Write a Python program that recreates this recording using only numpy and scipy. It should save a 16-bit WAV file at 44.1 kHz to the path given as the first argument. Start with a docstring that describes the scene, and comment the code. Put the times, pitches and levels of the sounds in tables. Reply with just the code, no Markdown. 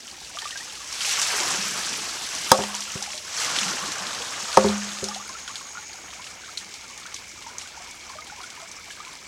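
"""A water-driven hammer, a pivoted log, in a forest creek: over hissing, bubbling water its trough end spills
with a rush near 1.2 s, and at 2.5 s its wooden head knocks on a stone and bounces. From 3.24 s, heard from
a second place, it spills and knocks again (4.6 s); then water trickles with drips and bubbles. Far insects
buzz, loudest around 5 s. Water is noise, clicks and short ringing tones; each knock pushes many ringing
parts of the log and adds thuds and a crack. Both channels carry the same sound, as from one microphone."""
import sys
import numpy as np
from scipy import signal
from scipy.io import wavfile
from scipy.ndimage import uniform_filter1d

SR = 44100
rng = np.random.default_rng(int(sys.argv[2]) if len(sys.argv) > 2 else 0)


def digitize_waveform(pressure):
    """Quantize a signal to 16-bit integers and store it at the path in sys.argv[1].

    Rows of a 2-D input are taken as channels; values are limited to [-1, 1].
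    """
    field = np.atleast_2d(pressure).T
    bounded = np.clip(field, -1, 1)
    quanta = np.round(bounded * 32767).astype(np.int16)
    wavfile.write(sys.argv[1], SR, quanta)


N = 408807
MOVE_S = 3.24   # the listener changes place
MID_FLOW_DB = -35   # middling water flow, to which churning and droplets are compared


def amp(db):
    """Turn decibels into a gain factor."""
    return 10 ** (np.asarray(db) / 20)


def rms_one(x):
    """Scale a sound to an average (rms) strength of 1."""
    return x / np.sqrt(np.mean(x ** 2) + 1e-20)


def in_time(rows):
    """Draw straight lines between the times of a table, giving one curve for each further column."""
    s, *columns = np.transpose(rows)
    return [np.interp(np.arange(N) / SR, s, column) for column in columns]


def at_hz(points, hz):
    """Read a level from a spectrum table, in between its points on a log-frequency axis."""
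    table_hz, table_db = np.transpose(points)
    return np.interp(np.log(hz), np.log(table_hz), table_db)


def drift(rate_hz):
    """Wander slowly and at random around 0 with a spread of 1: smoothed noise."""
    r = np.exp(-80 * np.pi * rate_hz / SR)
    # computed at every 40th sample only; the first 2000 values let the filter settle
    slow = signal.lfilter([1], [1, -2 * r, r * r], rng.standard_normal(N // 40 + 2002))[2000:]
    return np.interp(np.arange(N) / 40, np.arange(len(slow)), rms_one(slow))


def ring(x, hz, t60):
    """Ring like a struck object: a unit click starts a sine of height 1 that falls 60 dB in t60 seconds."""
    r = amp(-60 / (t60 * SR))
    w = 2 * np.pi * hz / SR
    return signal.lfilter([0, np.sin(w)], [1, -2 * r * np.cos(w), r * r], x + 1e-18)


def band(x, hz, width_hz):
    """Keep only the frequencies around a centre."""
    edges = np.clip([hz - width_hz / 2, hz + width_hz / 2], 10, .45 * SR)
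    return signal.sosfilt(signal.butter(2, edges, "band", fs=SR, output="sos"), x)


def low_pass(x, top_hz):
    """Weaken the frequencies above top_hz."""
    return signal.sosfilt(signal.butter(2, top_hz, fs=SR, output="sos"), x)


def fade(length, t60):
    """Die away steadily, by 60 dB in t60 seconds."""
    return amp(-60 * np.arange(length) / SR / t60)


def add(out, s, sound):
    """Mix a sound in at time s."""
    i = round(s * SR)
    out[i:i + len(sound)] += sound[:N - i]


def grains(per_s, spread_db):
    """Scatter clicks at random, most of them small and a few large."""
    sizes = amp(spread_db * np.minimum(rng.exponential(1, N), 5))
    return sizes * (rng.random(N) < per_s / SR)


def hiss(spectrum, centres, swell, own_db):
    """Add up third-octave bands of noise that wander by own_db; swell(k) is the gain in time of band k."""
    white = rng.standard_normal((2, N))
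    total = np.zeros(N)
    for k, hz in enumerate(centres):
        gain = amp(at_hz(spectrum, hz) + own_db * drift(14)) * swell(k)
        total += gain * band(white[k % 2], hz, .23 * hz)   # neighbours use different noise
    return rms_one(total)


def swarm(spectrum, level_db, per_s, cycles, spread_db, count):
    """Clumped bubbles each ring for some cycles at one of many pitches; a higher level brings more of them."""
    crowd = amp(.8 * (level_db - level_db.min()))
    clumped_per_s = per_s * crowd * amp(3.0 * drift(8))
    clicks = grains(clumped_per_s, spread_db) * rng.choice([-1, 1], N)
    clicks /= np.sqrt(crowd)   # the crowd alone adds no power: level_db sets it below
    pitches = np.geomspace(spectrum[0][0], spectrum[-1][0], count)
    dealt = rng.integers(0, count, N)   # which pitch each click sets ringing
    rings = np.zeros(N)
    for k, hz in enumerate(pitches):
        tone = rms_one(ring(clicks * (dealt == k), hz, cycles / hz))
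        rings += amp(at_hz(spectrum, hz)) * np.sqrt(hz) * tone
    return amp(level_db) * rms_one(rings)


def creek():
    """The creek further off is steady noise over a wide range of pitch."""
    # colour of the creek: (frequency [Hz], relative level per Hz [dB])
    creek_spectrum = [(25, -7.5), (70, 6), (130, -0.5), (400, -2), (1000, -6), (2000, -9), (3500, -13),
                      (6500, -26), (10000, -27), (16000, -22)]
    centres = 25 * 2 ** (np.arange(29) / 3)
    return amp(-53.5) * hiss(creek_spectrum, centres, lambda k: 1, own_db=.8)


def water_flow():
    """The strength of the falling water in dB, moment by moment, is its level as heard in the spray."""
    # level of the falling water: (time [s], level [dB])
    flow = [(0, -45), (.5, -40), (.8, -39.5), (.95, -35), (1.08, -26), (1.37, -25), (1.57, -28),
            (2.22, -33), (2.5, -30.5), (2.66, -34), (3.12, -37.5), (3.24, -40.5), (3.4, -27.5), (3.55, -28),
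            (3.95, -33), (4.31, -34.5), (4.55, -31.5), (4.72, -34), (5.5, -44), (9.27, -45.5)]
    return in_time(flow)[0]


def splashes(per_s, spread_db, t60):
    """Power of random drops, each starting at once and dying away, kept near 1 over each second."""
    power = signal.lfilter([1], [1, -amp(-120 / (t60 * SR))], grains(per_s, spread_db) ** 2 + 1e-18)
    return power / (uniform_filter1d(power, SR) + 1e-9)


def spray(level_db, smooth=0.61, wide=0.063):
    """Fine spray is smooth noise; bigger drops burst over all or part of the treble, more often in strong flow."""
    # colour of the spray: (frequency [Hz], relative level per Hz [dB])
    spray_spectrum = [(1800, -3.5), (2200, -2), (3000, -0.5), (4000, -3.5), (6100, 2), (8800, -8.5),
                      (12000, -21), (16000, -43)]
    busy = amp(.3 * (level_db + 45))
    everywhere = splashes(30 * busy, 0.62, 0.028)
    parts = [splashes(60 * busy, 2.2, 0.05) for _ in range(4)]
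    # smooth and wide are shares of the power; the rest belongs to the four parts
    gains = [np.sqrt(smooth + wide * everywhere + (1 - smooth - wide) * part) for part in parts]
    # the second place is 3 dB duller above about 8 kHz
    gains[3] = gains[3] * np.where(np.arange(N) > MOVE_S * SR, amp(-3), 1)
    centres = 1800 * 2 ** (np.arange(10) / 3)
    noise = hiss(spray_spectrum, centres, lambda k: gains[min(k * 3 // 7, 3)], own_db=1.0)
    return amp(level_db) * noise


def churning(spray_db):
    """Churning bubbles ring in a crowd that follows the flow with a lag and is nearer at the second place."""
    # colour of the churning: (frequency [Hz], relative level per Hz [dB])
    churn_spectrum = [(450, -16), (870, -8), (1270, -5), (1700, -7.5), (2300, -25)]
    lag_s = 0.052
    mid_db, db_per_flow_db, nearer_db = -43.5, 1.2, 4   # mid_db: level at middling flow, first place
    r = np.exp(-1 / (lag_s * SR))
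    lagged_db = signal.lfilter([1 - r], [1, -r], spray_db - spray_db[0]) + spray_db[0]
    level_db = mid_db + db_per_flow_db * (lagged_db - MID_FLOW_DB)
    level_db += nearer_db * (np.arange(N) > MOVE_S * SR)
    return swarm(churn_spectrum, level_db, per_s=300, cycles=46.0, spread_db=2.0, count=24)


def gulping():
    """Low bubbles gulp in a crowd that swells around each spill and settles slowly."""
    # colour of the gulps: (frequency [Hz], relative level per Hz [dB])
    gulp_spectrum = [(120, -13), (190, 2.5), (270, -3), (340, 3), (550, -9)]
    # each spill stirs the pool: (time of strongest gulping [s], level [dB])
    stirs = [(1.55, -42.5), (3.58, -42.5)]
    rise_db_per_s, fall_db_per_s, calm_db = 65, 12, -61.5
    t = np.arange(N) / SR
    swells = [db - np.maximum(rise_db_per_s * (s - t), fall_db_per_s * (t - s)) for s, db in stirs]
    level_db = np.maximum(calm_db, np.max(swells, axis=0))
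    return swarm(gulp_spectrum, level_db, per_s=80, cycles=14, spread_db=1.5, count=12)


def smack(hz, t60, noise):
    """A drop gives a sharp tick, a short noise burst around its pitch and a broader splash; peak 1."""
    length = noise.shape[1]
    tick = band(noise[1] * fade(length, 0.0055), 1.13 * hz, 0.98 * hz)
    core = band(noise[0] * fade(length, t60), hz, 0.22 * hz)
    splash = band(noise[1] * fade(length, 0.21), 5600, 5300)
    drop = amp(-4.0) * tick + core + amp(-16) * splash
    return drop / np.abs(drop).max()


def smacks(spray_db, count):
    """Clear drops smack on wood, stone or water, among random droplets whose loudness follows the spray."""
    # the clearest drops: (time [s], peak level before the treble cut [dB], centre frequency [Hz])
    clear_drops = [(0.03, -32, 4370), (0.1131, -28, 4500), (0.2029, -30, 4330), (0.2957, -29, 6930),
                   (0.387, -20, 3460), (0.4189, -23, 4390), (0.4454, -25, 3370), (0.5073, -22, 3230),
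                   (0.5742, -25, 5440), (0.5945, -36, 4400), (0.6977, -27, 3000), (0.9273, -19.5, 5500),
                   (1.0068, -16, 2870), (1.0475, -17, 2730), (1.1373, -13, 5900), (1.216, -9, 6060),
                   (2.3501, -17, 6200), (2.7496, -17, 6350), (2.8052, -18, 6200), (2.919, -16.5, 5800),
                   (3.025, -14, 5800), (3.1774, -18, 4140), (3.5868, -10, 3300), (5.0414, -13.5, 6000),
                   (5.0856, -17, 5530), (5.145, -20.5, 3900), (5.2917, -22, 5760), (5.478, -23.5, 3000),
                   (5.5566, -17, 4050), (5.9314, -26, 4730), (6.2694, -27.5, 2810), (6.5733, -16.5, 4060),
                   (6.7403, -23, 5700), (6.977, -25, 6130), (7.0638, -25.5, 5950), (7.1427, -20, 6000),
                   (7.1624, -25, 3470), (7.5832, -17.5, 6400), (7.9106, -26, 7010), (8.433, -28, 3300),
                   (8.5021, -27, 5550), (8.7145, -24.5, 5990)]
    db_per_flow_db = 0.83
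    out, length = np.zeros(N), SR // 8
    for s, db, hz in clear_drops:
        add(out, s, amp(db) * smack(hz, 0.034, rng.standard_normal((2, length))))
    for when, size, loud in rng.random((count, 3)):
        level_db = MID_FLOW_DB + db_per_flow_db * (spray_db[int(when * N)] - MID_FLOW_DB)
        level_db += 5.0 + 11 * loud - 7 * size ** 2   # high-pitched droplets are fainter
        droplet = smack(2600 * 3.98 ** size, 0.011, rng.standard_normal((2, length)))
        add(out, when * N / SR, amp(level_db) * droplet)
    return low_pass(out, 9700)


def bubble(hz, t60, rise, plop):
    """A dying sine glides in pitch while its loudness wobbles at random; the drop lands with a brief plop."""
    t = np.arange(len(plop)) / SR
    # rise is the glide per second as a share of hz; hz itself is reached early on
    turns = hz * (t + rise * (t ** 2 - t * t60 * .3) / 2)
    loudness = np.abs(plop)
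    wobble = 1 + .9 * uniform_filter1d(loudness - loudness.mean(), size=200) * 4
    soft_start = 1 - np.exp(-t * hz / 1.0)
    swing = wobble * np.sin(2 * np.pi * turns) * fade(len(t), max(t60, .01)) * soft_start
    return swing + amp(-4) * plop * fade(len(t), 0.009)


def bubbles(count):
    """Trapped air rings: the clearest bubbles, and many fainter random ones in clusters of four."""
    # from big air pockets in the pool to small ones under drips: (time [s], approximate peak [dB], pitch [Hz])
    clear_bubbles = [(0.35, -36, 700), (0.371, -29.5, 1200), (0.419, -29, 1810), (0.422, -35, 894),
                     (0.455, -25.5, 1190), (0.526, -32, 1850), (0.556, -27, 1600), (0.603, -31, 1880),
                     (0.804, -34, 1155), (1.075, -30.5, 798), (1.185, -26.5, 1150), (1.336, -34, 415),
                     (1.404, -31, 363), (1.541, -36, 380), (1.583, -29, 196), (2.74, -28.5, 961),
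                     (2.875, -32, 1390), (3.018, -32.5, 825), (3.075, -29, 842), (3.141, -35, 612),
                     (3.614, -32, 204), (3.659, -27.5, 189), (3.827, -34, 205), (4.003, -37, 190),
                     (4.202, -32.5, 477), (4.533, -28.5, 1480), (5.085, -26.5, 845), (5.111, -26, 1190),
                     (5.16, -27.5, 800), (5.199, -31, 1183), (5.294, -32, 1056), (5.351, -29.5, 1370),
                     (5.478, -31, 1550), (5.493, -28.5, 1145), (5.61, -35.5, 1096), (5.753, -34, 1410),
                     (5.772, -27, 1430), (5.785, -38, 860), (5.831, -43, 854), (6.04, -41, 796),
                     (6.13, -39, 1370), (6.151, -42, 760), (6.192, -35, 1003), (6.436, -32, 1570),
                     (6.489, -33.5, 1430), (6.613, -35, 1830), (6.893, -39.5, 1110), (6.98, -38, 1820),
                     (7.055, -31.5, 1515), (7.464, -28, 927), (7.743, -36, 1410), (7.773, -35.5, 982),
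                     (7.803, -36.5, 740), (8.099, -30.5, 1050), (8.153, -35, 620), (8.185, -31, 1235),
                     (8.22, -34, 2130), (8.298, -34, 1460), (8.321, -34, 840), (8.383, -36, 973),
                     (8.405, -38, 742), (8.403, -34, 1080), (8.435, -31.5, 1440), (8.574, -31.5, 996),
                     (8.622, -36.5, 670), (8.904, -33, 1670), (9.002, -33, 1216), (9.067, -35.5, 1030)]
    t60_at_1khz = 0.0866   # seconds; big, low bubbles ring longer
    rise_per_s = 3.5   # mean upward glide as a share of the pitch, from 1 kHz up; lower ones glide less
    out, length = np.zeros(N), SR // 5
    plops = rms_one(band(rng.standard_normal((len(clear_bubbles), length)), 1820, 2400))
    trails = rng.random((len(clear_bubbles), 3, 3))
    for (s, db, hz), plop, trail in zip(clear_bubbles, plops, trails):
        khz = hz / 1000
        rise = rise_per_s * min(khz, 1) * 4 * trail[0, 0] ** 3   # a random few glide much more than the rest
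        sound = bubble(hz, t60_at_1khz / np.sqrt(khz), rise, plop * min(khz, 1) ** 2)
        add(out, s, amp(db) * sound)
        for late, size, glide in trail[1:]:   # bubbles, mostly smaller, break away after it
            small_hz = hz * (0.95 + 0.716 * size)
            small = bubble(small_hz, 55 / small_hz, 14 * glide, 0 * plop)
            add(out, s + .015 + .05 * late, amp(db - 11) * small)
    for k, (when, *draws) in enumerate(rng.random((count, 17))):
        for late, size, loud, glide in np.reshape(draws, (4, 4)):
            hz = 700 * 2.8 ** size
            sound = bubble(hz, 60 / hz, 20 * glide ** 2 - 3, plops[k % len(plops)])
            add(out, when * (N / SR - .1) + .08 * late, amp(-53 + 10.7 * loud) * sound)
    return out


def contacts():
    """Every fall is followed by quick rebounds and one late soft bounce: (s, six part levels dB, contact ms)."""
    # the head falls on the stone: (time [s], late bounce after it [s], strength of rebounds [dB], of bounce [dB],
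    # then as heard from each place: bending, trough, beam, head, crack, ground thump [dB])
    falls = [(2.5156, .4384, -1.5, -2, -29, -21.5, -15.5, 1, 1, -7),
             (4.5707, .4529, 0.5, -1, -18.5, -12, -11, 0.5, -8.5, -13)]
    # quick rebounds: (time after the fall [s], then relative to the fall:
    # bending, trough, beam, head, crack, thump [dB]; contact [ms])
    rebounds = [(0.0712, 4.5, -2, -10, -17, -45, -8.5, 0.39), (.088, -41, -1.5, -19, -19.5, -45, -20, 0.59),
                (.119, -3, -14, -21.5, -22, -49, -23, .25)]
    # late soft bounce, relative to the fall: (bending, trough, beam, head, crack, thump [dB]; contact [ms])
    *bounce_parts_db, bounce_ms = (-8, -2.5, -5.5, -22, -37, -6, 1.54)
    fall_ms = .22
    rows = []
    for s, bounce_s, rebound_db, bounce_db, *parts_db in falls:
        rows.append((s, *parts_db, fall_ms))
        rows.append((s + bounce_s, *(np.add(parts_db, bounce_parts_db) + bounce_db), bounce_ms))
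        for late, *less_db, ms in rebounds:
            rows.append((s + late, *(np.add(parts_db, less_db) + rebound_db), ms))
    return sorted(rows)


def ring_modes(push, modes):
    """Let one push ring a list of (dB, Hz, t60) modes, neighbours swinging in opposite sense."""
    return sum((-1) ** k * amp(db) * ring(push, hz, t60) for k, (db, hz, t60) in enumerate(modes))


def hammer():
    """Each contact smoothly pushes the modes of every part, plus a thump, a noisy thud and a wood-on-stone crack."""
    # ringing modes of each part of the log: (frequency [Hz], relative level [dB], 60 dB decay time [s])
    bending = [(80, -13, 0.24), (205, -2, 0.67)]
    trough = [(382, -2.5, 0.17), (417, -2.9, 0.12)]
    beam = [(527, 2.4, .22)]
    head = [(757, -8.5, 0.056), (906, 4, 0.034), (1000, 5.5, 0.0089), (1116, -8, 0.074),
            (1265, -7.5, 0.055), (1670, -13.5, 0.032), (2420, -30, .025)]
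    # dull noise of fibres, lashings and ground: (frequency [Hz], level relative to the head [dB], decay time [s])
    thud = [(135, -28, 0.066), (322, -18.5, 0.078), (705, -16, 0.21), (1030, -16.5, 0.12),
            (1680, -4.5, 0.018)]
    # stone resonances: (frequency [Hz], width [Hz], relative level [dB])
    stone = [(1760, 2700, -16), (3380, 280, 1), (5700, 2800, -2), (7960, 1900, -8.5), (12500, 3700, -17)]
    pressed_t60_s = .045   # each new contact stops what trough, beam and head still ring with
    out, length, rows = np.zeros(N), SR, contacts()
    t = np.arange(length) / SR
    next_times = [row[0] for row in rows[1:]] + [np.inf]
    for row, then in zip(rows, next_times):
        s, bending_db, trough_db, beam_db, head_db, crack_db, thump_db, contact_ms = row
        push = np.zeros(length)
        shape = np.hanning(round(contact_ms * SR / 500))   # contact_ms is its width at half height
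        push[:len(shape)] = -shape / shape.sum()
        parts = [(trough_db, trough), (beam_db, beam), (head_db, head)]
        struck = [(part_db + db, hz, t60) for part_db, modes in parts for hz, db, t60 in modes]
        wood = ring_modes(push, struck)
        wood *= amp(-60 * np.maximum(t - (then - s), 0) / pressed_t60_s)
        wood += ring_modes(push, [(bending_db + db, hz, t60) for hz, db, t60 in bending])
        noise = rng.standard_normal((2, length))
        for hz, db, t60 in thud:
            wood += amp(head_db + db) * rms_one(band(noise[0], hz, 0.38 * hz)) * fade(length, t60)
        wood *= 1 - np.exp(-t / 0.0019)   # the blow needs a moment to spread through the log
        wood += amp(thump_db) * ring(push, 190, 0.018)
        crack = sum(amp(db) * band(noise[1], hz, width) for hz, width, db in stone)
        if s > MOVE_S:
            crack = low_pass(crack, 8500)   # duller at the second place
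        add(out, s, wood)
        add(out, s + .0011, amp(crack_db) * rms_one(crack) * fade(length, 0.016))
    return out


def scatter(x):
    """Rocks and trunks return diffuse echoes: a noise tail with its own decay in each band."""
    # echoes: (frequency [Hz], level [dB], 60 dB decay time [s])
    echoes = [(2000, -59, 0.07), (3470, -46, 0.11), (7040, -46, 0.14)]
    length = SR // 2
    tail = np.zeros(length)
    for hz, db, t60 in echoes:
        noise = band(rng.standard_normal(length), hz, 0.77 * hz)
        tail += amp(db) * rms_one(noise) * fade(length, t60)
    delay = np.zeros(round(0.0037 * SR))
    return signal.fftconvolve(x, np.concatenate([delay, tail]))[:N]


def insects():
    """Many far insects blur into narrow bands of noise that throb a little."""
    # chorus levels: (time [s], low band level [dB], high band level [dB])
    chorus = [(0, -78, -63), (3.2, -56, -55), (4.7, -57, -42), (5.2, -53, -44.5), (5.9, -50.5, -45.5),
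              (6.3, -50.5, -53), (9.27, -50, -67)]
    # the low and the high band: (frequency [Hz], width [Hz])
    chorus_bands = [(2250, 280), (6600, 420)]
    total = np.zeros(N)
    for db, (hz, width) in zip(in_time(chorus), chorus_bands):
        buzz = rms_one(band(rng.standard_normal(N), hz, width))
        total += amp(db + 1.1 * drift(8.9)) * buzz
    return total


def scene():
    """All sources are mixed into one channel, sent to both ears."""
    spray_db = water_flow()
    water = spray(spray_db) + churning(spray_db) + gulping()
    drips = smacks(spray_db, count=420) + bubbles(count=190)
    knock = hammer()
    near = water + drips + knock + scatter(knock)
    # deep bass below about 84 Hz is weakened in the near sounds
    near = signal.sosfilt(signal.butter(3, 84, "high", fs=SR, output="sos"), near)
    mono = near + creek() + insects()
    return np.array([mono, mono])


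def record(dry):
    """Peaks too loud for the input are cut off flat, then everything above 16 kHz is removed."""
    clipped = np.clip(dry, -1, 1)
    return signal.sosfilt(signal.ellip(12, .3, 95, 16000, fs=SR, output="sos"), clipped)


dry = scene()
out = record(dry)
digitize_waveform(out)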